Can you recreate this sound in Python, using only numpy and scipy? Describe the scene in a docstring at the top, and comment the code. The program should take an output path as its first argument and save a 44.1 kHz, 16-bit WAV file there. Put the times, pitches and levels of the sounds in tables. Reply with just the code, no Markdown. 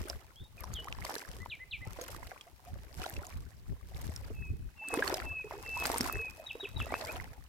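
"""From the start small waves lap at a muddy shore, about one a second, as trapped air plops and gurgles
(decaying sines) and spray ticks and fizzes (short rings and noise). Wind bumps two microphone ports: shaped noise
with low thumps. A songbird, a gliding sine with a reverberant tail, chirps in two early phrases, gives five
long whistles from 4.3 s, as the loudest waves follow at 5 to 7 s, and ends in quick chirps from 6.5 s."""
import sys
import numpy as np
from scipy import signal
from scipy.fft import rfft, irfft, next_fast_len
from scipy.io import wavfile
from scipy.ndimage import uniform_filter1d

SR = 44100
rng = np.random.default_rng(int(sys.argv[2]) if len(sys.argv) > 2 else 0)


def transcribe(u):
    """Save the signal u as a 16-bit wav file named by the first command-line argument.

    u: samples, shape (n,) or (channels, n), limited to [-1, 1]; the rate is SR.
    q: integer samples, one column per channel.
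    """
    v = np.clip(np.atleast_2d(u).T, -1, 1)
    q = np.round(v * 32767).astype(np.int16)
    wavfile.write(sys.argv[1], SR, q)


N = 330044
TIME = np.arange(N) / SR

# waves breaking on the shore: (time [s], breaking time [s], slosh level [dB], spray level [dB]), before source trims
BREAKING_WAVES = [(0.0, 0.11, -46.5, -54.5), (1.06, 0.1, -44.5, -48), (1.984, 0.16, -48.5, -52.5),
                  (3.009, 0.071, -45.5, -50), (3.958, 0.18, -51.5, -56.5), (4.952, .2, -36.5, -46),
                  (5.838, 0.23, -37.5, -43), (6.932, 0.21, -40.5, -51.5)]
BREAK_DB_PER_S, DRAIN_DB_PER_S = 209, 113  # a break builds up and drains away
SWELL_DB, GATHER_DB_PER_S, SETTLE_DB_PER_S = -15, 62, 23.5  # the quieter swell around each break
# small laps between the waves: (time [s], length [s], level [dB]), before source trims
SMALL_LAPS = [(0.613, 0.34, -53), (1.265, 0.099, -53), (1.874, .011, -51.5), (2.226, 0.081, -52.5),
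              (2.659, .25, -58), (3.15, 0.18, -53.5), (3.69, 0.018, -61), (4.213, .072, -55),
              (5.505, 0.31, -50), (6.365, 0.029, -55.5), (6.553, 0.17, -55.5), (6.793, .061, -46.5)]
LAP_RISE_DB_PER_S, LAP_FALL_DB_PER_S, LAP_SPRAY_DB = 241, 70, -7.5  # laps throw little spray
CALM_SLOSH_DB, CALM_SPRAY_DB = -73, -74  # floor between waves, before source trims
# air pockets closed by a wave: (time [s], level before trim [dB], starting pitch [Hz])
AIR_PLOPS = [(0.1, -38, 680), (0.6395, -32, 985), (0.8845, -30.5, 1800), (0.9261, -19.5, 2450),
             (.986, -36, 965), (1.0496, -29.5, 1075), (1.094, -30, 780), (1.107, -31, 850),
             (1.163, -35, 430), (1.2184, -35, 1560), (1.46, -29, 926), (1.988, -34, 580),
             (2.317, -36.5, 730), (3.063, -26.5, 710), (4.927, -43, 540), (4.94, -16.5, 864),
             (5.0418, -29, 1190), (5.077, -18, 1430), (5.1017, -24, 870), (5.126, -25, 500),
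             (5.1403, -25, 600), (5.2012, -24, 1870), (5.5098, -30.5, 900), (5.8237, -25, 1010),
             (5.8547, -11, 1540), (5.9002, -14, 710), (5.961, -18, 1090), (6.0056, -24, 238),
             (6.0083, -16, 1790), (6.553, -36.5, 454), (6.802, -27.5, 1230), (6.8675, -33, 640),
             (6.9228, -21.5, 644), (6.941, -12.5, 1020), (7.0103, -32, 660), (7.092, -34, 600)]
PLOP_CYCLES, PLOP_USUAL_DB, PLOP_HALVING_DB = 12, -29, 10.5  # cycles to -60 dB halve per 10.5 dB louder
# droplets and bursting beads: (time [s], level before trim [dB], starting pitch [Hz])
DROPLET_TICKS = [(.0847, -38, 9300), (0.0987, -27.5, 5100), (0.607, -36, 11400), (.641, -39.5, 5600),
                 (0.739, -32.5, 6600), (1.05, -34.5, 4600), (1.182, -35.5, 5800), (2.0162, -35, 6460),
                 (2.4104, -40, 3250), (3.0175, -38, 2900), (3.032, -39.5, 2550), (3.061, -37, 3870),
                 (3.0978, -31, 13100), (3.165, -38, 2650), (3.2678, -37.5, 6860), (4.162, -33, 5320),
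                 (4.886, -30.5, 8330), (4.94, -26, 9200), (5.0773, -25, 4400), (5.1423, -24.5, 5300),
                 (5.8542, -26.5, 4650), (5.869, -24.5, 8300), (5.9825, -22, 8760), (6.009, -22.5, 5240),
                 (6.0133, -29, 5530), (6.1266, -26, 14000), (7.0115, -35.5, 4300), (7.0495, -35.5, 4860)]
TICK_CYCLES = 78  # cycles to -60 dB, so a higher tick is shorter
# longer gliding bubble tones: (time [s], starting level [dB], first pitch [Hz], last pitch [Hz], length [s])
BUBBLE_GLIDES = [(0.872, -39, 960, 1550, 0.022), (2.012, -44.5, 464, 590, .036),
                 (2.467, -49.5, 653, 765, .029), (2.666, -46.5, 691, 760, 0.048),
                 (4.302, -41, 376, 514, 0.024), (4.808, -49, 767, 1026, 0.054),
                 (4.926, -31, 426, 473, 0.037), (4.973, -27, 285, 650, .036),
                 (5.0237, -23, 1580, 1700, 0.0088), (5.442, -42, 418, 434, 0.039),
                 (5.519, -42.5, 600, 1050, 0.042), (5.525, -45, 388, 444, .1),
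                 (5.768, -33.5, 940, 1030, .018), (5.94, -29, 910, 956, .013), (6.13, -41, 386, 482, 0.11),
                 (6.393, -43.5, 653, 588, 0.056), (6.438, -56.5, 625, 1090, 0.045),
                 (6.629, -39, 384, 424, 0.035), (7.317, -51, 510, 880, 0.025)]
# spectrum of the slosh: (frequency [Hz], relative level per Hz [dB])
SLOSH_SPECTRUM = [(120, -44), (250, -6.5), (420, -6), (800, -3.5), (1300, -2.5), (2000, -2), (3000, -11),
                  (5000, -16.5), (9000, -41)]
# spectrum of the spray: (frequency [Hz], relative level per Hz [dB])
SPRAY_SPECTRUM = [(800, -1), (2000, -3.5), (3500, -5), (5300, -1.5), (6600, -5), (8300, -4.5),
                  (10000, -7.5), (12400, -3.5), (14000, -8.5), (16000, -18)]
# likeness of the sound at the two ports: (frequency [Hz], coherence [-1 to 1])
PORT_COHERENCE = [(100, .5), (300, .85), (700, .75), (1250, -.1), (2500, 0), (16000, 0)]
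# gusts that bump the microphone: (peak time [s], half length to 1/e of the gain [s], level before trim [dB])
WIND_GUSTS = [(.02, 0.15, -44), (0.421, 0.014, -38.5), (0.73, 0.085, -40.5), (0.928, 0.019, -42),
              (1.375, 0.084, -44.5), (2.185, 0.1, -46), (2.756, 0.082, -43), (2.99, 0.033, -46),
              (3.176, 0.046, -37.5), (3.388, 0.091, -41), (3.711, 0.035, -34), (4.054, 0.067, -37),
              (4.27, 0.056, -42), (4.514, 0.028, -33), (5.277, 0.067, -46), (6.04, .034, -37),
              (6.162, 0.043, -38), (6.808, 0.049, -37.5), (7.202, 0.073, -40.5)]
# the breeze between gusts: (time [s], level before trim [dB])
BREEZE_LEVEL = [(0, -58), (.28, -61), (1.03, -45.5), (1.18, -75.5), (1.44, -52), (1.61, -58.5), (1.87, -49),
                (2.35, -66.5), (3.37, -53), (4.6, -40), (4.84, -67.5), (5.01, -46), (5.35, -55),
                (6.0, -45.5), (6.5, -63.5), (6.76, -48), (7.48, -55)]
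# eddies that hit a port: (time [s], level before trim [dB], starting pitch [Hz])
PORT_EDDIES = [(.008, -26.5, 65), (1.868, -28.5, 95), (2.993, -29.5, 62.5), (3.177, -28, 78.5),
               (3.722, -29, 80), (4.09, -26.5, 74), (4.306, -30.5, 62.3), (4.497, -35, 94.4),
               (4.537, -37.5, 69.4), (5.251, -34, 59.6), (6.818, -29.5, 69.5)]
# spectrum of the wind turbulence: (frequency [Hz], relative level per Hz [dB])
WIND_SPECTRUM = [(15, -17), (35, -10), (62, -2), (100, -8), (160, -16.5), (250, -25), (450, -33.5),
                 (1000, -132), (3000, -100)]
# the bird's syllables by name: (share of the note [0 to 1], pitch before the song's factor [Hz], relative level [dB])
BIRD_SYLLABLES = { "rise": [(0, 3106, 11.5), (.5, 3610, 9), (1, 3740, 2)], "dip": [(0, 2400, -3),
                  (.35, 2340, -13), (1, 1530, -13)], "tew": [(0, 4820, -18), (.2, 4030, -13),
                  (.38, 3250, 4), (.6, 2943, 3), (.85, 2896, -0.5), (1, 3100, -14)], "low": [(0, 1736, -22),
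                  (.3, 2003, -5.5), (.5, 2036, -3), (1, 2006, -6)], "chip": [(0, 4280, -3.5),
                  (.2, 3340, -5), (.45, 2510, 4.5), (.7, 2356, -0.5), (1, 2145, -14.5)],
                  "whistle": [(0, 2764, -19), (.17, 2622, 2), (.4, 2638, 6.5), (.7, 2576, 10.5),
                  (.9, 2552, 10), (1, 2444, -7.5)], "slur": [(0, 3857, -19), (.2, 3797, -1),
                  (.4, 3765, -23), (.6, 3420, -10.5), (.8, 2720, -8), (1, 2503, 7.5)],
                  "up": [(0, 1888, -13), (.45, 2350, -1), (.75, 2580, 2.5), (1, 2630, -3.5)]}
# the song, note by note: (time [s], length [s], level before syllable shape [dB], pitch factor, syllable name)
BIRD_SONG = [(0.358, 0.11, -67, 1.014, "rise"), (0.578, 0.057, -45.5, 1.04, "dip"),
             (0.721, 0.097, -45, 1.01, "tew"), (1.393, 0.055, -44, .99, "low"),
             (1.497, 0.063, -41, 0.98, "chip"), (1.591, 0.052, -40.5, 1.008, "low"),
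             (1.71, 0.061, -38.5, 1, "chip"), (1.807, 0.046, -41.5, 1.01, "low"),
             (4.332, .18, -57.5, .99, "whistle"), (4.762, .214, -49.5, 1.007, "whistle"),
             (5.228, .21, -46.5, 1, "whistle"), (5.625, .24, -47, 1.006, "whistle"),
             (6.071, 0.23, -46, .988, "whistle"), (6.46, 0.056, -35.5, 1.006, "slur"),
             (6.597, 0.064, -35, 1.003, "slur"), (6.759, 0.062, -35, 1.013, "slur"),
             (6.882, 0.034, -45, .97, "low"), (6.916, 0.045, -40, 1.01, "up"),
             (7.061, 0.054, -41, 0.98, "up")]
# spectrum of the faint open-air background: (frequency [Hz], relative level per Hz [dB])
AIR_SPECTRUM = [(100, 2), (400, -11), (1000, -9.5), (3000, -11), (8000, -16.5), (13000, -16.5),
                (16000, -15)]
AIR_DB = -67
EDGE_HZ = 16400  # upper limit of the recorder's band


def gain_of(db):
    """An amplitude ratio is 10 to the power of decibels over 20."""
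    return 10 ** (np.asarray(db) / 20)


def evened(x):
    """Division by the root mean square normalizes the power to 1."""
    return x / np.sqrt(np.mean(x ** 2) + 1e-20)


def read(points, hz):
    """A curve over frequency is interpolated on a logarithmic axis, as pitch is heard."""
    f, value = np.transpose(points)
    return np.interp(np.log(hz + 1), np.log(f), value)


def add(mix, s, sound):
    """By superposition, a sound starting at s seconds adds to the mix."""
    part = mix[:, max(round(s * SR), 0):][:, :sound.shape[-1]]
    part += sound[..., :part.shape[1]]


def colour(x, spectrum):
    """Linear filtering multiplies the spectrum of x by a given curve; the result has rms 1."""
    size = next_fast_len(N, True)
    weight = gain_of(read(spectrum, np.fft.rfftfreq(size, 1 / SR)))
    return evened(irfft(rfft(x, size) * weight, size)[..., :N])


def wander(hz):
    """Interpolated random values form a slow fluctuation of rms 1, up to about hz."""
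    return evened(np.interp(TIME * 2 * hz, np.arange(SR), rng.standard_normal(SR)))


def ports(pair):
    """Cross-mixing two unrelated signals by an angle gives a coherence of sin(2 angle) between ports."""
    coherence = read(PORT_COHERENCE, np.fft.rfftfreq(N, 1 / SR))
    angle = np.arcsin(np.clip(coherence, -1, 1)) / 2
    z = rfft(pair)
    return irfft(z * np.cos(angle) + z[::-1] * np.sin(angle), N)


def together(levels_db):
    """The powers of unrelated sounds add; this is the joint gain."""
    return np.sqrt(sum(gain_of(np.maximum(db, -120)) ** 2 for db in levels_db))


def bubble(hz, t60, rise, lag=0):
    """A pocket of air is a damped resonator whose pitch climbs as it nears the surface."""
    t = np.maximum(np.arange(int(t60 * SR) + 64) / SR - lag, 0)
    tone = np.sin(2 * np.pi * hz * t * (1 + rise * t / t60 / 2))
    decay = np.exp(-np.log(1000) * t / t60)  # 60 dB down after t60
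    onset = 1 - np.exp(-4 * hz * t)
    return tone * decay * onset


def swarm(per_s, low_hz, high_hz, cycles, rise, spread_db, count=32):
    """Independent random bubbles of many sizes superpose, separately for each port."""
    out = np.zeros((2, N))
    events = int(per_s * N / SR / count) + 1  # for each pitch
    for hz in np.geomspace(low_hz, min(high_hz, 15000), count):
        for side in out:
            t60 = cycles * rng.uniform(.6, 1.9) / hz
            ring = bubble(hz * rng.uniform(1.0, 1.04), t60, rise * rng.random())
            ring /= np.linalg.norm(ring)
            when, chance = rng.random((2, events))
            starts = (when * (N - len(ring))).astype(int)
            sizes = gain_of(-spread_db * np.log(chance + 0.0088))
            for start, size in zip(starts, sizes):
                side[start:start + len(ring)] += size * ring
    return out


def splash(hz, t60, rise, scatter, lag):
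    """A bubble's resonance joins a decaying noise slap around its pitch; lag [s] is the delay between ports."""
    ring = np.array([bubble(hz, t60, rise, max(side * lag, 0)) for side in (-1, 1)])
    t = np.arange(ring.shape[1]) / SR
    band = signal.butter(2, [hz / 2, min(hz * 2, .45 * SR)], "band", fs=SR)
    slap = rng.standard_normal(ring.shape) * np.exp(-np.log(1000) * t / t60)
    return ring + scatter * ring.std() * evened(signal.lfilter(*band, slap))


def surge(s, hold, rise, fall):
    """Exponential growth and decay are straight slopes [dB/s]: up to 0 dB at s, a hold, then down."""
    return -rise * np.maximum(s - TIME, 0) - fall * np.maximum(TIME - s - hold, 0)


def lapping():
    """Wave energy swells, breaks and drains, with small laps between: gains of slosh and spray."""
    slosh_db, spray_db = [CALM_SLOSH_DB], [CALM_SPRAY_DB]
    for s, hold, body_db, bead_db in BREAKING_WAVES:
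        crest = surge(s, hold, BREAK_DB_PER_S, DRAIN_DB_PER_S)
        swell = surge(s, hold, GATHER_DB_PER_S, SETTLE_DB_PER_S) + SWELL_DB
        slosh_db += [body_db + crest, body_db + swell]
        spray_db += [bead_db + crest, bead_db + swell]
    for s, hold, db in SMALL_LAPS:
        lap = db + surge(s, hold, LAP_RISE_DB_PER_S, LAP_FALL_DB_PER_S)
        slosh_db.append(lap)
        spray_db.append(lap + LAP_SPRAY_DB)
    return together(slosh_db), together(spray_db)


def slosh(motion, level_db=-4):
    """Entrained air resonates: short bubbles and fewer long rising ones over a lumpy noise churn."""
    bubbles = swarm(per_s=230, low_hz=220, high_hz=3600, cycles=16, rise=.35, spread_db=4.5)
    glides = swarm(per_s=28, low_hz=350, high_hz=1200, cycles=65, rise=.8, spread_db=3)
    churn = rng.standard_normal((2, N)) * gain_of(6 * wander(hz=80))
    water = colour(bubbles, SLOSH_SPECTRUM)
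    water += .5 * colour(glides, SLOSH_SPECTRUM)
    water += .36 * colour(churn, SLOSH_SPECTRUM)
    return ports(water) * motion * gain_of(level_db)


def drops(plop_db=2, tick_db=1):
    """Damping per cycle sets the ring: plops decay in fewer cycles when louder, ticks in a fixed number."""
    out = np.zeros((2, N))
    port_lag = .00016  # s
    for s, db, hz in AIR_PLOPS:
        cycles = PLOP_CYCLES * 2 ** ((PLOP_USUAL_DB - db) / PLOP_HALVING_DB)
        plop = splash(hz, cycles / hz, rise=0.14, scatter=0.4, lag=port_lag * rng.uniform(-1.6, 1))
        add(out, s, gain_of(db + plop_db) * plop)
    for s, db, hz in DROPLET_TICKS:
        tick = splash(hz, TICK_CYCLES / hz, rise=0.039, scatter=0.7, lag=rng.uniform(-0.41, 0.41) / hz)
        add(out, s, gain_of(db + tick_db) * tick)
    return out


def gurgles(fade_db=11, flutter=0.58):
    """Bubble resonances glide, nearly all upward, as the water drains back; they flutter and fade."""
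    out, unrest = np.zeros((2, N)), wander(hz=114.5)
    for s, db, first_hz, last_hz, length in BUBBLE_GLIDES:
        u = np.linspace(0, 1, int(length * SR))
        shake = 1 + flutter * unrest[int(s * SR):][:len(u)]
        hz = first_hz * (last_hz / first_hz) ** u
        tone = np.sin(2 * np.pi * np.cumsum(hz) / SR)
        add(out, s, gain_of(db - fade_db * u) * shake * tone * signal.windows.tukey(len(u), .2))
    return out


def spray(motion, snaps_db=-2, rings_db=-7.5, fizz_db=-5):
    """Bursting beads are impulsive sources: noise snaps and small resonances over a flickering fizz."""
    per_s, spread_db, burst_s, flicker_db = 140, 5, .001, 4
    sizes = gain_of(spread_db * np.minimum(rng.exponential(1, N), 3.5))
    impulses = sizes * (rng.random(N) < per_s / SR)
    bursts = signal.lfilter([1], [1, -np.exp(-1 / (burst_s * SR))], impulses)  # exponential decays
    snaps = colour(bursts * rng.standard_normal((2, N)), SPRAY_SPECTRUM)
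    beads = swarm(per_s=170, low_hz=1800, high_hz=14500, cycles=18, rise=.1, spread_db=4.5)
    rings = colour(beads, SPRAY_SPECTRUM)
    flicker = gain_of(flicker_db * wander(hz=62.35))
    fizz = colour(rng.standard_normal((2, N)) * flicker, SPRAY_SPECTRUM)
    return (gain_of(snaps_db) * snaps + gain_of(rings_db) * rings + gain_of(fizz_db) * fizz) * motion


def blowing():
    """Powers of independent flows add: bell-shaped gusts ride on a slow breeze."""
    breeze = np.interp(TIME, *np.transpose(BREEZE_LEVEL))
    gusts = [db - 20 / np.log(10) * ((TIME - s) / half) ** 2 for s, half, db in WIND_GUSTS]
    return together([breeze] + gusts)


def wind(buffet_db=1, puff_db=-9, puff_hz=190, puff_t60=0.034, left_db=2, right_db=-2):
    """Turbulent pressure is unrelated at each port, a lumpy rumble; single eddies thump and puff."""
    lumps = gain_of(4.5 * np.array([wander(hz=30) for port in range(2)]))
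    out = colour(rng.standard_normal((2, N)) * lumps, WIND_SPECTRUM) * blowing()
    for s, db, hz in PORT_EDDIES:
        thump = np.array([bubble(hz, t60=5.5 / hz, rise=0.28, lag=rng.uniform(0, 0.54) / hz)
                          for port in range(2)])
        add(out, s, gain_of(db + buffet_db) * thump)
        add(out, s, gain_of(db + puff_db) * splash(puff_hz, puff_t60, rise=0, scatter=1.27, lag=0))
    return out * gain_of([[left_db], [right_db]])


def bird(waver=0.0055, tremble_db=0.5):
    """A whistle is nearly a pure tone: its phase integrates each syllable's gliding frequency."""
    out, unrest = np.zeros((1, N)), wander(hz=91.2)
    for s, length, db, pitch, name in BIRD_SONG:
        share, hz, shape_db = np.transpose(BIRD_SYLLABLES[name])
        u = np.linspace(0, 1, int(length * SR))
        shake = unrest[int(s * SR):][:len(u)]
        smooth_hz = uniform_filter1d(np.interp(u, share, hz), size=300, mode="nearest")
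        glide = smooth_hz * pitch * (1 + waver * shake)
        loud = gain_of(db + np.interp(u, share, shape_db) + tremble_db * shake)
        tone = np.sin(2 * np.pi * np.cumsum(glide) / SR)
        add(out, s, loud * tone * signal.windows.tukey(len(u), 0.0056 / length))
    return out


def trees(x, near_db=-1, far_db=-17.5):
    """Scattering is convolution: twigs return high notes early, the trees a faint long tail."""
    t = np.arange(SR) / SR
    near_t60, twig_hz, far_t60 = .18, 3200, 1.3
    near = rng.standard_normal((1, SR)) * (t > .003) * np.exp(-np.log(1000) * t / near_t60)
    near = signal.lfilter(*signal.butter(4, twig_hz, "high", fs=SR), evened(near))
    far = evened(rng.standard_normal((2, SR)) * (t > .02) * np.exp(-np.log(1000) * t / far_t60))
    echo = (gain_of(near_db) * near + gain_of(far_db) * far) / np.sqrt(SR)
    return x + signal.fftconvolve(x, echo, axes=1)[:, :N]


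def open_air():
    """Steady diffuse noise, partly coherent between the ports, forms the background."""
    return gain_of(AIR_DB) * ports(colour(rng.standard_normal((2, N)), AIR_SPECTRUM))


def scene():
    """Level differences place sources: slosh, plops and gurgles a little right, the direct bird ahead."""
    slosh_gain, spray_gain = lapping()
    water = slosh(slosh_gain) + gurgles() + drops()
    water = water * gain_of([[-.7], [.7]]) + spray(spray_gain)
    return water + wind() + trees(bird()) + open_air()


def record(dry):
    """A linear-phase low-pass filter is the recorder's band limit."""
    low_pass = signal.firwin(511, EDGE_HZ, window=("kaiser", 9), fs=SR)
    return signal.oaconvolve(dry, low_pass[None], "same")


dry = scene()
out = record(dry)
transcribe(out)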